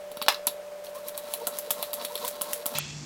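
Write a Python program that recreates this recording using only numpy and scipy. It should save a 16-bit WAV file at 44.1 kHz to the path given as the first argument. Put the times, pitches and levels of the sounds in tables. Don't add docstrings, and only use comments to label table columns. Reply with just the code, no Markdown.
import sys
import numpy as np
from scipy import signal
from scipy.fft import rfft, irfft
from scipy.io import wavfile
from scipy.ndimage import uniform_filter1d

SR = 44100
rng = np.random.default_rng(int(sys.argv[2]) if len(sys.argv) > 2 else 0)


def to_linear_factor(level_db):
    exponent = np.asarray(level_db, float) / 20
    return 10 ** exponent


def master(y):
    cut = np.clip(np.atleast_2d(y).T, -1, 1)
    pcm = np.round(cut * 32767)
    wavfile.write(sys.argv[1], SR, pcm.astype(np.int16))


N = 134505
T = np.arange(N) / SR

# (frequency [Hz], relative level [dB])
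STAND_MODES = [(225, 8.5), (470, -4), (705, -6), (915, -4.5), (1070, -5.5), (1320, -8.5)]
# (frequency [Hz], relative level [dB])
ROD_MODES = [(2930, -1), (3500, 9), (3950, 16.5), (4400, 13), (5330, 5)]
ROD_T60 = 0.012
# (frequency [Hz], relative density [dB per Hz])
SLOW_SPECTRUM = [(40, -11), (230, -1), (400, -11.5), (1500, -15.5), (3000, -2.5), (7500, -13), (9500, -33),
                 (14500, -45), (16000, -57)]
FAST_END_S = 2.799


def evened(x):
    return x / np.sqrt(np.mean(x ** 2) + 1e-20)


def read(points, hz):
    f, value = np.transpose(points)
    return np.interp(np.log(hz + 1), np.log(f + 1), value)


def add(mix, s, sound):
    part = mix[round(s * SR):][:len(sound)]
    part += sound[:len(part)]


def colour(x, spectrum):
    gain = to_linear_factor(read(spectrum, np.fft.rfftfreq(len(x), 1 / SR)))
    return evened(irfft(rfft(x) * gain, len(x)))


def filtered(x, order, hz, kind):
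    return signal.sosfilt(signal.butter(order, hz, kind, fs=SR, output="sos"), x)


def wander(rate_hz):
    return colour(rng.standard_normal(N), [(rate_hz, 0), (3 * rate_hz, -30), (30 * rate_hz, -90)])


def lasting(modes, t60):
    return [(hz, db, t60) for hz, db in modes]


def ring(modes, scatter_db, detune, size=6000):
    t = np.arange(size)[:, None] / SR
    hz, db, t60 = np.transpose(modes)
    level_chance, pitch_chance = rng.standard_normal((len(modes), 2)).T
    decay = to_linear_factor(db + scatter_db * level_chance - 60 * t / t60)
    return (decay * np.sin(2 * np.pi * hz * (1 + detune * pitch_chance) * t)).sum(1)


def resonated(x, modes):
    return evened(signal.fftconvolve(x, ring(modes, 0, 0))[:N])


def grains(per_s, spread_db):
    spread = to_linear_factor(spread_db * np.minimum(rng.exponential(1, N), 4))
    return rng.standard_normal(N) * spread * (rng.random(N) < per_s / SR)


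def hum(speed, more_waver_db):
    # (frequency [Hz], rms level without waver [dB], rms waver before the extra [dB])
    lines = [(47, -65, 1.5), (147.15, -41.8, 2.0), (153.4, -56, 1.5)]
    out = np.zeros(N)
    for hz, db, waver_db in lines:
        level = to_linear_factor(db + (waver_db + more_waver_db) * wander(17.0 * speed))
        out += np.sqrt(2) * level * np.sin(2 * np.pi * (hz * speed * T + rng.random()))
    return out


def room_air():
    # (frequency [Hz], relative density [dB per Hz])
    air_spectrum = [(30, -13), (250, -14.5), (500, 3), (1000, -5), (4000, -15.5), (15800, -22.5),
                    (16400, -56)]
    return to_linear_factor(-49) * colour(rng.standard_normal(N), air_spectrum)


def ticks():
    # (time [s], blade level [dB], rod level [dB], stand level [dB])
    knocks = [(0.1163, -29.5, -35, -32), (0.1704, -27, -31, -18.5), (0.216, -30, -17, -16.5),
              (0.2241, -14, -21.5, -49), (0.263, -39, -27, -17), (0.285, -10.5, -10, -45),
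              (0.323, -26, -30, -48), (0.3448, -33, -22, -50), (0.4696, -5, -51, -17),
              (0.4726, -35, -16, -26), (0.8677, -44, -31.5, -38), (1.084, -19, -40, -41),
              (1.1768, -16.5, -30, -31), (1.3377, -8.5, -21, -24), (1.4698, -9, -24.5, -18.5),
              (1.4735, -14.5, -31, -17.5), (1.5869, -12.5, -49, -32), (1.7056, -13, -20.5, -14.5),
              (1.7094, -9, -38, -51), (1.8268, -12.5, -21, -20.5), (1.9318, -17, -24, -24),
              (1.9394, -15, -59, -30), (2.0493, -18, -21, -24), (2.1548, -18, -20.5, -24),
              (2.1767, -26, -26.5, -47), (2.2491, -21, -25.5, -25), (2.2791, -13, -40, -50),
              (2.412, -19, -21.5, -15.5), (2.4171, -10.5, -33, -28), (2.5322, -12.5, -36, -27),
              (2.6581, -17, -22.5, -16.5), (2.663, -11.5, -61, -22.5), (2.7851, -7.5, -35, -19.5)]
    # (frequency [Hz], relative level [dB])
    blade_modes = [(7900, 1.6), (9300, 2.5), (10700, 11.3), (11900, 12), (14200, 6)]
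    parts = lasting(blade_modes, 0.0029), lasting(ROD_MODES, ROD_T60), lasting(STAND_MODES, 0.023)
    rise_s, contact_s = 0.00015, 0.0007
    rattle_db, rattle_t60, wash_db, wash_t60 = -17.5, 0.052, -22, 0.18
    out, t = np.zeros(N), np.arange(7000) / SR
    rattle = to_linear_factor(rattle_db - 60 * t / rattle_t60)
    wash = to_linear_factor(wash_db - 60 * t / wash_t60)
    shape = (1 - np.exp(-t / rise_s)) * (np.exp(-t / contact_s) + rattle + wash)
    for s, *parts_db in knocks:
        touch = rng.standard_normal(len(t)) * shape
        for db, modes in zip(parts_db, parts):
            rung = signal.fftconvolve(touch, ring(modes, 2, 0.025, size=1500))
            add(out, s, to_linear_factor(db) * rung / abs(rung).max())
    return out


def clack():
    # (frequency [Hz], relative level [dB], 60 dB decay time [s])
    plate_modes = [(964, -22, 0.15), (1117, 5.5, 0.013), (1745, -21, 0.18), (2120, -4.5, 0.023),
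                   (1250, 1.5, 0.011), (1700, 10.5, 0.0038), (2750, 9.5, 0.0059), (3430, 8.5, 0.0058),
                   (4070, 0.5, 0.024), (5010, 4.5, 0.013)]
    start_s, peak_db = .2833, 2.2
    rattle_db, rattle_s, wash_db, wash_s = -20.5, 0.0055, -27.5, 0.032
    out, t = np.zeros(N), np.arange(9000) / SR
    after = to_linear_factor(rattle_db) * np.exp(-t / rattle_s) + to_linear_factor(wash_db) * np.exp(-t / wash_s)
    blow = after * rng.standard_normal(len(t)) + signal.unit_impulse(len(t))
    rung = signal.fftconvolve(blow, ring(plate_modes, 0, 0, size=9000))
    add(out, start_s, -to_linear_factor(peak_db) * rung / abs(rung).max())
    return out


def scrape():
    # (time [s], grit at start [dB], grit at end [dB], rod drag at the peak of its arch [dB])
    strokes = [(.84, -44.5, -68, -69), (0.945, -44.5, -62, -58), (1.03, -58, -37, -52.5),
               (1.099, -63, -44.5, -54.5), (1.2, -55.5, -40.5, -50), (1.349, -49, -55, -52.5),
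               (1.49, -54.5, -37, -50), (1.599, -49.5, -51, -57), (1.732, -49.5, -42.5, -45.5),
               (1.84, -44.5, -57, -53), (1.949, -52, -39, -44), (2.061, -50.5, -42.5, -56),
               (2.171, -47, -35.5, -45), (2.286, -44, -57.5, -51), (2.43, -49.5, -40, -44.5),
               (2.54, -42, -58.5, -53), (2.67, -47.5, -40, -45)]
    # (frequency [Hz], relative density [dB per Hz])
    grit_spectrum = [(1500, -7.5), (2500, -10.5), (4000, -6.5), (7500, -10), (10900, -6.5), (15700, -8),
                     (16300, -54)]
    arch_db, stand_over_rod_db, flutter_db, shake_t60 = 16, 11.5, 1, 0.054
    s, start_db, end_db, drag_db = np.transpose(strokes)
    k = np.maximum(np.searchsorted(s, T) - 1, 0)
    progress = np.clip((T - s[k]) / np.diff(np.append(s, FAST_END_S))[k], 0, 1)
    grit_db = uniform_filter1d(start_db[k] + (end_db - start_db)[k] * progress ** 1.2, size=400)
    arch = np.sin(np.pi * progress ** 1.19) - 1
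    pull_db = uniform_filter1d(drag_db[k] + arch_db * arch, size=600)
    grit = colour(grains(7500, 3.5), grit_spectrum)
    rod = resonated(grains(4000, 3.4) * to_linear_factor(3.8 * wander(23)), lasting(ROD_MODES, ROD_T60))
    stand = np.zeros(N)
    for mode in lasting(STAND_MODES, shake_t60):
        shake = rng.standard_normal(N) * to_linear_factor(flutter_db * wander(6.9))
        stand += signal.fftconvolve(shake, ring([mode], 0, 0))[:N]
    drag = rod + to_linear_factor(stand_over_rod_db) * evened(stand)
    return (T > s[0]) * (to_linear_factor(grit_db) * grit + to_linear_factor(pull_db) * drag)


def groans():
    # (time of the crest [s], mean frequency [Hz], fundamental's crest amplitude without waver [dB])
    swells = [(0.968, 522, -46), (1.428, 464, -43.5), (1.686, 465, -45.5), (1.8, 522, -45.5),
              (2.025, 530, -44.5), (2.137, 489, -39.5), (2.245, 491.4, -41), (2.6, 495, -46)]
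    width_s, waver_db, octave_db = 0.021, 6.5, -3
    turns = 2 * np.pi * np.cumsum(1 + 0.05 * wander(90)) / SR
    low, high = (to_linear_factor(waver_db * wander(35)) for _ in range(2))
    out = np.zeros(N)
    for s, hz, db in swells:
        swell = to_linear_factor(db) * np.exp(-.5 * ((T - s) / width_s) ** 2)
        octave = to_linear_factor(octave_db) * high * np.sin(2 * hz * turns)
        out += swell * (low * np.sin(hz * turns) + octave)
    return out


def slow_stroke():
    # (time [s], rasp rms level [dB], hiss rms level [dB])
    envelope = [(2.751, -30.5, -37.5), (2.81, -39, -45), (2.97, -48.5, -46), (3.0, -56.5, -47)]
    # (frequency [Hz], relative level [dB])
    rasp_modes = [(1970, 2), (2690, 6), (3440, 3), (4330, 0)]
    s, rasp_db, hiss_db = np.transpose(envelope)
    grit = colour(grains(14000, 2.1), SLOW_SPECTRUM)
    low = filtered(grit, 3, [1500, 5200], "band")
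    hiss = evened(filtered(grit, 3, 5200, "high"))
    rings = resonated(low, lasting(rasp_modes, 0.033))
    rasp = evened(evened(low) + to_linear_factor(-5.5) * rings)
    return to_linear_factor(np.interp(T, s, rasp_db)) * rasp + to_linear_factor(np.interp(T, s, hiss_db)) * hiss


def slow_air():
    noise = colour(rng.standard_normal(N), SLOW_SPECTRUM)
    return to_linear_factor(-47) * evened(filtered(noise, 3, [30, 1600], "band"))


def slow_part():
    return slow_stroke() + slow_air() + to_linear_factor(-2) * hum(1, -2.8)


def scene():
    speed, slow_in_s, slow_fade_s, fast_fade_s = 4, 2.751, 0.00043, .012
    rig = filtered(ticks() + clack() + scrape(), 2, 660, "high")
    fast = rig + groans() + hum(speed, 0) + room_air()
    fade_out = np.clip((FAST_END_S - T) / fast_fade_s, 0, 1)
    fade_in = np.clip((T - slow_in_s) / slow_fade_s, 0, 1)
    return (fast * fade_out + slow_part() * fade_in)[None]


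def band_limit(x):
    return signal.sosfilt(signal.butter(12, 16970, fs=SR, output="sos"), x)


def record(dry):
    mix = np.clip(dry, -1, 1)
    return band_limit(mix)


dry = scene()
out = record(dry)
master(out)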